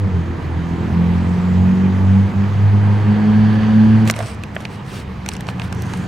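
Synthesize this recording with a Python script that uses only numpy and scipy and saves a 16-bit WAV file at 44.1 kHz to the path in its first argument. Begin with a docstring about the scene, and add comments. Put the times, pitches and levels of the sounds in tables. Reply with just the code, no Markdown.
"""A heavy vehicle's drone dips in pitch, climbs as it pulls away along a street, then shuts off for
a gear change and returns softly. Nearby, hands click and rub a hard case, over traffic noise and thin hiss.
The drone is a set of sine tones at multiples of the engine's firing rate, swelling and fading.
Traffic is shaped noise with faint low tones; clicks and rubs set small resonances ringing."""
import sys
import numpy as np
from scipy import signal
from scipy.fft import next_fast_len
from scipy.io import wavfile
from scipy.ndimage import uniform_filter1d

SR = 44100
rng = np.random.default_rng(int(sys.argv[2]) if len(sys.argv) > 2 else 0)


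def materialize(psi):
    """Save the field psi as 16-bit PCM at rate SR to the path in sys.argv[1].

    A 1-D psi becomes a single channel; in a 2-D psi each row is a channel.
    """
    bounded = np.clip(np.atleast_2d(psi).T, -1, 1)
    quanta = np.round(bounded * 32767).astype(np.int16)
    wavfile.write(sys.argv[1], SR, quanta)


N = 267863
TIME = np.arange(N) / SR

# low modes of the case: (multiple of the thud pitch, level [dB], time to fall 60 dB [s])
THUD_MODES = [(1, -4.5, 0.016), (1.45, -11, 0.012), (1.82, -9.5, .011)]
# fingers rubbing on the case; each fade lasts at least 0.02 s:
# (start [s], loudest [s], end [s], hiss [dB], swish [dB], ringing [dB], judder [dB])
RUBS = [(4.052, 4.087, 4.06, -31, -40, -53, -32), (4.134, 4.187, 4.3, -41, -47, -45, -35.5),
        (4.204, 4.297, 4.365, -47, -48, -43, -43), (4.54, 4.615, 4.68, -50, -49, -64, -44),
        (4.68, 4.738, 4.785, -47, -48, -51, -56), (4.842, 4.972, 5.04, -39.5, -40, -46, -42.5),
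        (5.27, 5.334, 5.37, -41, -49, -48, -53), (5.473, 5.491, 5.52, -40, -40, -48, -40),
        (5.603, 5.64, 5.69, -41, -44, -52, -53), (5.693, 5.932, 6.26, -40.5, -50, -56, -64)]
JUDDER_HZ = 640   # lowest mode shaken by a rub


def from_db(db):
    """Turn decibels into a gain."""
    return 10 ** (np.asarray(db) / 20)


def rms_one(x):
    """Scale to an average power of 1."""
    return x / np.sqrt(np.mean(x ** 2) + 1e-20)


def in_time(rows):
    """Draw straight lines between the rows, giving each column a value at every sample."""
    times, *columns = np.transpose(rows)
    return [np.interp(TIME, times, column) for column in columns]


def at_hz(points, hz):
    """Read a curve at one frequency, on a log-frequency axis."""
    point_hz, values = np.array(points).T
    return np.interp(np.log(hz), np.log(point_hz), values)


def pan(lean_db):
    """Left and right gains for a given left-minus-right difference."""
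    return from_db(np.array([[.5], [-.5]]) * lean_db)


def drift(rate):
    """Smooth random wandering of spread 1; a higher rate [Hz] wanders faster."""
    step = 40   # samples between computed points
    r = np.exp(-2 * np.pi * rate * step / SR)
    steps = rng.standard_normal(N // step + 2002)
    slow = signal.lfilter([1], [1, -2 * r, r * r], steps)[2000:]   # skip the filter's start
    return np.interp(np.arange(N) / step, np.arange(len(slow)), rms_one(slow))


def band_pass(x, low_hz, high_hz, order):
    """Keep the sound between two frequencies."""
    return signal.sosfilt(signal.butter(order, [low_hz, high_hz], "band", fs=SR, output="sos"), x)


def octave_band(x, hz):
    """A gentle band-pass, one octave wide unless its top is held below the filter's limit."""
    return band_pass(x, hz / np.sqrt(2), min(hz * np.sqrt(2), .45 * SR), order=1)


def ring(force, hz, t60):
    """One resonance: a unit click starts a dying sine of height 1."""
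    r = from_db(-60 / (t60 * SR))
    w = 2 * np.pi * hz / SR
    return signal.lfilter([0, np.sin(w)], [1, -2 * r * np.cos(w), r * r], force + 1e-18)


def resonate(force, modes):
    """One force drives several resonances, neighbours in opposite phase."""
    out = 0
    for k, (hz, db, t60) in enumerate(modes):
        out = out + from_db(db) * ring(force, hz, t60) * (-1) ** k
    return out


def pitched(modes, hz):
    """Turn multiples of a pitch into frequencies."""
    return [(ratio * hz, db, t60) for ratio, db, t60 in modes]


def street_noise(spectrum, patchy_db):
    """Third-octave bands of stereo noise, each with its own level, flicker, width and lean; rms 1."""
    # how alike left and right are: (frequency [Hz], correlation)
    likeness = [(60, 1), (150, 1), (300, 0.84), (600, 0.49), (1100, 0.55), (2200, 0.7), (5000, 0.75),
                (9000, 0.82), (13000, 1)]
    # how the noise leans to one side: (frequency [Hz], left minus right [dB])
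    side_lean = [(60, -1.5), (250, -0.5), (600, -1.5), (1100, -3), (2200, -2), (5000, -4.5), (9000, -0.5)]
    out = 0
    edges = 20 * 2 ** (np.arange(30) / 3)
    white = rng.standard_normal((2, 2, N))   # neighbouring bands use different noise
    for k, (low, high) in enumerate(zip(edges, edges[1:])):
        hz = np.sqrt(low * high)
        if spectrum[0][0] <= hz <= spectrum[-1][0]:
            mid, side = band_pass(white[k % 2], low, high, order=2)
            alike = np.clip(at_hz(likeness, hz), 0, 1)
            stereo = np.sqrt(1 + alike) * mid + np.sqrt(1 - alike) * side * [[1], [-1]]
            level = from_db(at_hz(spectrum, hz) + patchy_db * drift(11.4))
            out = out + level * pan(at_hz(side_lean, hz)) * stereo
    return rms_one(out)


def hum(start, end, first_hz, last_hz, level_db):
    """A distant engine: one wavering low tone that slides as it swells and fades."""
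    progress = np.clip((TIME - start) / (end - start), 0, 1)
    hz = first_hz + (last_hz - first_hz) * progress
    phase = 2 * np.pi * np.cumsum(hz) / SR + .5 * drift(10.4)
    swell = np.sin(np.pi * progress)
    return np.sqrt(2) * from_db(level_db + 0.81 * drift(2.4)) * swell * np.sin(phase)


def block_clatter():
    """Dense mechanical noise ringing in the engine block; rms 1."""
    # ringing of the block: (centre [Hz], width [Hz], relative level [dB])
    block = [(750, 84, 9), (1640, 250, 5.5), (2990, 740, -5.5), (4480, 410, -8.5)]
    noise = rng.standard_normal(N) + 0.5 * rng.standard_normal((2, N))
    out = 0
    for hz, width, db in block:
        out = out + from_db(db) * band_pass(noise, hz - width / 2, hz + width / 2, order=2)
    return rms_one(out)


def traffic(turn, throttle_db):
    """Rumble rises with the throttle; road roar, tyre hiss and clatter throb a little with the engine."""
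    # noise spectra: (frequency [Hz], relative level [dB per Hz])
    rumble_spectrum = [(20, -19.5), (32, -10), (45, -5.5), (58, -6.5), (78, 2.5), (110, 2), (150, 4.5),
                       (190, 1.5), (250, -7), (400, -9), (520, -16.5), (800, -26)]
    roar_spectrum = [(300, -17.5), (450, 2.5), (580, -4.5), (760, 2), (1050, 3.5), (1330, -6), (1650, -1),
                     (2200, -12.5), (2800, -22.5), (4000, -40)]
    hiss_spectrum = [(1800, 1.5), (2500, 9), (3100, 0), (3900, -1), (4600, -5.5), (5400, -7), (6500, -10.5),
                     (8000, -15), (10500, -21.5), (14500, -25), (16000, -36)]
    # noise from the road: (time [s], roar level [dB], tyre hiss level [dB])
    road = [(0, -35, -47), (.4, -34.5, -46.5), (1.2, -32.5, -42), (2.5, -33, -43.5), (3.2, -30.5, -43),
            (4.07, -32, -41.5), (4.4, -39, -47.5), (4.8, -38.5, -47.5), (5.15, -40, -47.5),
            (5.5, -36.5, -45.5), (6.07, -37.5, -47)]
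    # level of the engine's clatter before its throb: (time [s], level [dB])
    clatter_level = [(0, -48), (2.6, -44.5), (3.1, -38.5), (3.6, -33.5), (4.07, -37.5), (4.2, -59.5),
                     (6.07, -43)]
    # low tones of traffic further off:
    # (start [s], end [s], first pitch [Hz], last pitch [Hz], level at the top of the swell [dB])
    far_engines = [(4.204, 4.596, 78.5, 78, -32.5), (4.792, 5.497, 74.5, 62.5, -33),
                   (5.104, 6.5, 186.8, 187.2, -30), (5.297, 6.12, 121, 110, -28)]
    rumble_db = -25.5 + 0.18 * throttle_db   # follows a small share of the throttle's swing
    roar_db, hiss_db = in_time(road)
    clatter_db, = in_time(clatter_level)
    throb = 1 + 0.034 * np.cos(turn) + 0.045 * np.cos(turn / 2)
    rumble = from_db(rumble_db) * street_noise(rumble_spectrum, patchy_db=2.0)
    roar = from_db(roar_db) * street_noise(roar_spectrum, patchy_db=1.3)
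    hiss = from_db(hiss_db) * street_noise(hiss_spectrum, patchy_db=1.5)
    clatter = from_db(clatter_db) * block_clatter() * pan(lean_db=-1.5)
    far_hums = sum(hum(*row) for row in far_engines)
    return rumble + throb * (roar + hiss + clatter) + far_hums


def gliding_hiss(half_width_hz):
    """A narrow band of noise around zero frequency is shifted up to a sliding centre."""
    # the thin hiss: (time [s], centre [Hz], level [dB])
    glide = [(0, 6500, -66), (.75, 6500, -63), (.9, 8560, -71), (1.25, 8400, -67), (1.45, 7350, -60),
             (1.7, 6540, -60.5), (4.1, 6360, -70), (4.3, 6570, -80), (5.7, 5900, -74), (5.79, 5950, -53),
             (5.97, 6700, -55)]
    centre_hz, level_db = in_time(glide)
    noise = rng.standard_normal(N) + 1j * rng.standard_normal(N)
    narrow = signal.sosfilt(signal.butter(2, half_width_hz, fs=SR, output="sos"), noise)
    carrier = np.exp(2j * np.pi * np.cumsum(centre_hz) / SR)
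    return from_db(level_db) * rms_one(np.real(narrow * carrier))


def pressure(start, top, end):
    """A finger presses harder, then lets go; 0 to 1."""
    return np.interp(TIME, [start, top, max(end, top + .02)], [0, 1, 0]) ** .8


def rubbed(modes, slips_per_s):
    """Random tiny slips keep a set of modes ringing; rms 1."""
    slips = (rng.random(N) < slips_per_s / SR) * rng.standard_normal(N)
    return rms_one(resonate(slips, modes))


def finger_rubs(grain_db):
    """Skin drags over plastic: a gritty hiss and swish, while small slips ring the surface and low modes."""
    # hiss of the skin: (frequency [Hz], relative level [dB per Hz])
    rub_spectrum = [(1200, 21), (2600, 10), (4200, -2), (6000, -3.5), (7200, 0), (8800, -3), (11000, -12),
                    (14000, -21), (16000, -26)]
    # fine ringing of the rubbed surface: (pitch [Hz], level [dB], time to fall 60 dB [s])
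    surface_modes = [(2900, -4, .012), (4500, -1, .007), (5540, 1, 0.0052), (6300, -11, .008),
                     (8000, -2.5, .008), (9100, -2, 0.0088), (12800, -18, .006)]
    grip = from_db(grain_db * drift(270))
    hiss = rms_one(street_noise(rub_spectrum, patchy_db=2.5) * grip)
    swish = rms_one(octave_band(rng.standard_normal(N) * grip, hz=2700))
    shared_ringing = rubbed(surface_modes, slips_per_s=1800)
    side_ringing = np.array([rubbed(surface_modes, slips_per_s=1000) for ear in range(2)])
    ringing = rms_one(grip * (shared_ringing + .8 * side_ringing))
    judder = rubbed(pitched(THUD_MODES, JUDDER_HZ), slips_per_s=820) * pan(lean_db=-4.0)
    gains = 0
    for start, top, end, *levels_db in RUBS:
        gains = gains + np.outer(from_db(levels_db), pressure(start, top, end))
    return sum(gain * layer for gain, layer in zip(gains, (hiss, swish, ringing, judder)))


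def faint_ticks():
    """A rubbing finger catches at random, most often where it presses hardest; rows like the clicks."""
    # one tick, its levels relative to the rub's judder:
    # (thud [dB], knock [dB], snap [dB], knock pitch [Hz], snap centre [Hz])
    tick = (-7, -0.5, 9.5, 2602, 8502)
    thud_db, knock_db, snap_db, knock_hz, snap_hz = tick
    ticks_per_s, spread_db = 65, 4   # rate at full pressure; spread of the levels
    rows = []
    for start, top, end, *_, judder_db in RUBS:
        catches = rng.random(N) < pressure(start, top, end) * ticks_per_s / SR
        size_db = judder_db + spread_db * rng.standard_normal(N)
        for s, db in zip(TIME[catches], size_db[catches]):
            rows.append((s, thud_db + db, knock_db + db, snap_db + db, JUDDER_HZ, knock_hz, snap_hz))
    return rows


def case_clicks(crunch_s, crunch, size=4096):
    """Each slip of the case is a sharp push and a brief crunch into its low, middle and high modes."""
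    # clicks of the case:
    # (time [s], thud [dB], knock [dB], snap [dB], thud pitch [Hz], knock pitch [Hz], snap centre [Hz])
    clicks = [(4.054, -45, -40, -24, 600, 2400, 9000), (4.0757, -25, -12, -10, 600, 2520, 9000),
              (4.0815, -40, -30, -17, 600, 2400, 8500), (4.0988, -10, 1.5, 1, 612, 2090, 5400),
              (4.1, -45, -35, -7, 600, 2500, 13000), (4.11, -49, -38, -1.5, 600, 3450, 9000),
              (4.139, -36, -13, -25, 600, 2160, 5000), (4.1497, -35, -38, -30, 600, 2400, 9000),
              (4.163, -20, -20, -16.5, 620, 2000, 8500), (4.168, -30, -25, -26, 600, 2980, 4000),
              (4.19, -13, -17, -15.5, 595, 1900, 8500), (4.2038, -10.5, -9.5, -30, 614, 1600, 7000),
              (4.208, -13, -24, -32, 664, 1900, 7000), (4.2267, -17, -26, -22, 610, 2360, 7000),
              (4.261, -32, -38, -21, 586, 2400, 7000), (4.436, -36, -11, -17.5, 600, 2170, 9000),
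              (4.555, -45, -25, -22.5, 614, 1780, 9500), (4.5647, -10.5, -6, -28, 607, 1670, 3000),
              (4.6043, -20, -24, -26, 700, 1800, 7000), (4.6524, -28, -10.5, -15.5, 900, 2340, 4170),
              (5.2615, -26, -10, -13, 640, 2060, 6100), (5.2805, -39, -25, -24, 900, 2500, 6360),
              (5.2885, -20.5, -12.5, -3, 860, 2520, 6880), (5.3165, -38, -23, -36, 880, 2700, 5000),
              (5.336, -41, -42, -14.5, 900, 3240, 8000), (5.352, -38, -27, -26, 900, 2800, 4500),
              (5.366, -33, -21, -17, 900, 2300, 6500), (5.4072, -30, -16.5, -14.5, 890, 1750, 9500),
              (5.469, -27, -27, -22, 900, 2400, 5000), (5.4875, -10, -14.5, -20, 890, 2370, 4500),
              (5.597, -16.5, -16.5, -20.5, 860, 2420, 7000), (5.618, -28, -16.5, -28, 904, 2700, 5000),
              (5.726, -25, -9.5, -14.5, 710, 1490, 6800), (5.749, -55, -42, -26, 900, 2500, 10000),
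              (5.8215, -45, -39, -15, 900, 2500, 12000), (5.9362, -17, -19, -16.5, 895, 2530, 6960),
              (5.9737, -50, -34, -22, 900, 2530, 9000)]
    # modes around the touched spot: (multiple of the knock pitch, level [dB], time to fall 60 dB [s])
    knock_modes = [(.55, -10, 0.0045), (.76, -4, 0.0041), (1, 0, 0.0038), (1.25, -2, 0.0033),
                   (1.55, -6.5, .003), (1.9, -9.5, 0.0033)]
    # high modes of the case: (pitch [Hz], level [dB], time to fall 60 dB [s])
    snap_modes = [(4150, -7.5, 0.0033), (5780, -10, 0.004), (7350, -8.5, 0.0017), (9000, -9.5, 0.0027),
                  (9820, -8.5, 0.0012), (13300, -11, 0.001)]
    out = np.zeros((2, N + size))
    age = np.arange(size) / SR
    for s, thud_db, knock_db, snap_db, thud_hz, knock_hz, snap_hz in [*clicks, *faint_ticks()]:
        grit = rng.standard_normal(size) + 0.94 * rng.standard_normal((2, size))
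        force = (age == 0) + crunch * grit * np.exp(-age / crunch_s)
        thud = from_db(thud_db) * resonate(force, pitched(THUD_MODES, thud_hz))
        knock = from_db(knock_db) * resonate(force, pitched(knock_modes, knock_hz))
        snap = from_db(snap_db) * octave_band(resonate(force, snap_modes), snap_hz)
        at = round(s * SR)
        out[:, at:at + size] += (thud + knock) * pan(lean_db=-2.0) + snap * pan(lean_db=-1.0)
    return signal.sosfilt(signal.butter(2, 400, "high", fs=SR, output="sos"), out[:, :N])


def lift_db(hz):
    """How much the exhaust resonances raise a gliding tone; a quick sweep barely stirs them."""
    # resonances of the exhaust: (centre [Hz], width [Hz], lift of a steady tone [dB])
    response = [(253.2, 7.4, 9.5), (295, 2.9, 5), (337.8, 9.7, 16.5)]
    settle_s = 0.036   # the lift is averaged over this time
    steady_db = sum(db / (1 + (2 * (hz - centre) / width) ** 2) for centre, width, db in response)
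    return uniform_filter1d(steady_db, max(1, round(settle_s * SR)))


def engine_order(multiple, firing_hz, turn, fade_db, rough):
    """One weak tone, fading irregularly; whole multiples boom as they cross a resonance."""
    phase = multiple * turn + rng.uniform(0, 2 * np.pi) + rough * drift(6.9)
    boom_db = lift_db(multiple * firing_hz) if multiple % 1 == 0 else 0
    return np.sqrt(2) * from_db(boom_db + fade_db * drift(5.1)) * np.sin(phase)


def exhaust(firing_hz, turn, throttle_db):
    """Firings make two strong tones and a growl, with weaker tones that follow the throttle."""
    # levels before a shared flicker, of the firing tone, its octave
    # and the growl of the lugging engine at 2.5 times the firing rate: (time [s], level [dB])
    tone_level = [(0.0, -20.5), (0.05, -13), (0.09, -26), (0.15, -14.5), (0.27, -27), (0.32, -20),
                  (0.36, -32.5), (0.44, -25), (0.56, -20.5), (0.66, -26), (1.18, -17.5), (1.32, -20.9),
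                  (1.38, -29.5), (1.55, -15.5), (1.62, -13.5), (1.75, -25), (1.83, -20.5), (2.1, -11.5),
                  (2.25, -14), (2.33, -27.5), (2.37, -17.5), (2.54, -17.5), (2.65, -10.5), (2.93, -12.5),
                  (3.01, -16.5), (3.07, -13), (3.25, -22), (3.32, -16.7), (3.44, -13), (3.63, -19),
                  (3.97, -12), (4.07, -16), (4.12, -27.8), (4.23, -26), (4.29, -37.5), (5.5, -41.5),
                  (5.7, -28.5), (6.07, -35)]
    octave_level = [(0.0, -32.5), (0.03, -35.5), (0.07, -20), (0.12, -31.5), (0.19, -20), (0.36, -42),
                    (0.43, -32), (0.52, -36), (0.59, -21.5), (0.83, -26), (0.85, -20), (0.88, -36.5),
                    (0.94, -21), (0.99, -14), (1.11, -17), (1.22, -21), (1.85, -12.5), (1.98, -21.5),
                    (2.17, -13), (2.31, -26), (2.44, -16.5), (2.55, -38.5), (2.58, -25), (2.61, -21),
                    (2.69, -31.3), (2.75, -16.5), (2.82, -25.5), (2.92, -16), (3.02, -32.5), (3.09, -13),
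                    (3.17, -17.5), (3.29, -11), (3.59, -16.5), (3.79, -9), (4.08, -15), (4.16, -37.5),
                    (5.8, -37.5), (6.07, -23.5)]
    growl_level = [(0, -40.5), (.7, -39), (.85, -25), (1.25, -24.5), (1.45, -34.5), (1.62, -25.5),
                   (2.05, -29.5), (2.25, -43), (3.2, -54), (3.9, -39), (4.2, -57.5), (6.07, -56)]
    # weaker tones, before throttle and fading: (multiple of the firing rate, level [dB])
    overtones = [(3, -40.5), (4, -44), (5, -46.5), (6, -52.5), (7, -57.5), (8, -56.5), (9, -53.5)]
    # half orders, also before the evening-out below: (multiple of the firing rate, level [dB])
    half_orders = [(.5, -54.5), (1.5, -39.5), (3.5, -45.5), (4.5, -51), (5.5, -55.5)]
    tone_db, = in_time(tone_level)
    octave_db, = in_time(octave_level)
    growl_db, = in_time(growl_level)
    tone = from_db(tone_db) * np.cos(turn)
    octave = from_db(octave_db + 0.88 * drift(11)) * np.sin(2 * turn + .5 * drift(0.8))
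    growl = from_db(growl_db) * np.cos(2.5 * turn + 0.2 * drift(3.4))
    flicker = from_db(0.01 + 0.42 * drift(24))
    boom = np.sqrt(2) * flicker * (tone + octave + growl)
    # the cylinders even out as the firing rate rises, so the half orders fade: 0.96 dB per Hz
    uneven_db = 0.96 * (93.9 - firing_hz)
    orders = list(overtones) + [(k, db + uneven_db) for k, db in half_orders]
    buzz = sum(from_db(db) * engine_order(k, firing_hz, turn, fade_db=3.0, rough=0.56) for k, db in orders)
    buzz_gain = from_db(0.93 * throttle_db)   # follows most of the throttle's swing
    return (boom + buzz_gain * buzz) * pan(lean_db=-0.9)


def across_ports(x, side_db):
    """The drone comes from one side, so two microphone ports hear it slightly out of phase."""
    quarter_turn = np.imag(signal.hilbert(x, next_fast_len(N))[:, :N])   # every tone shifted by 90 degrees
    return x + from_db(side_db) * quarter_turn * [[1], [-1]]


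def scene():
    """The engine in the street, and the hands close by."""
    # engine speed: (time [s], firing rate [Hz])
    speed = [(0, 100.7), (.08, 95.6), (.18, 86.17), (.45, 83.1), (.8, 84.3), (1.6, 91.73), (2, 95.2),
             (2.2, 98), (2.5, 100.2), (3, 103.6), (3.5, 107.3), (4.1, 110.2), (4.35, 104.8), (4.7, 103.8),
             (5.55, 86.4), (6.07, 88.55)]
    # throttle, as exhaust strength relative to hard pulling: (time [s], level [dB])
    throttle = [(0, 3.5), (.18, -1.5), (.36, -6), (.58, -5.5), (.87, -0.5), (1, 0), (1.9, 3), (2.55, -4.5),
                (3, 3.5), (3.3, 2), (3.8, 3.5), (4.085, 3.5), (4.16, -27), (4.7, -28), (5.3, -22.5),
                (5.65, -17.5), (6.07, -3.5)]
    firing_hz, = in_time(speed)
    throttle_db, = in_time(throttle)
    turn = 2 * np.pi * np.cumsum(firing_hz) / SR   # phase of the firing tone [radians]
    background = traffic(turn, throttle_db) + gliding_hiss(half_width_hz=430)
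    hands = case_clicks(crunch_s=0.0025, crunch=0.1) + finger_rubs(grain_db=1.5)
    drone = across_ports(exhaust(firing_hz, turn, throttle_db), side_db=-13.5)
    return background + hands + drone


def record(dry):
    """Peaks are clipped at full scale, then a steep filter removes the treble above 16 kHz."""
    limited = np.clip(dry, -1, 1)
    return signal.sosfilt(signal.ellip(10, .1, 90, 16000, fs=SR, output="sos"), limited)


dry = scene()
out = record(dry)
materialize(out)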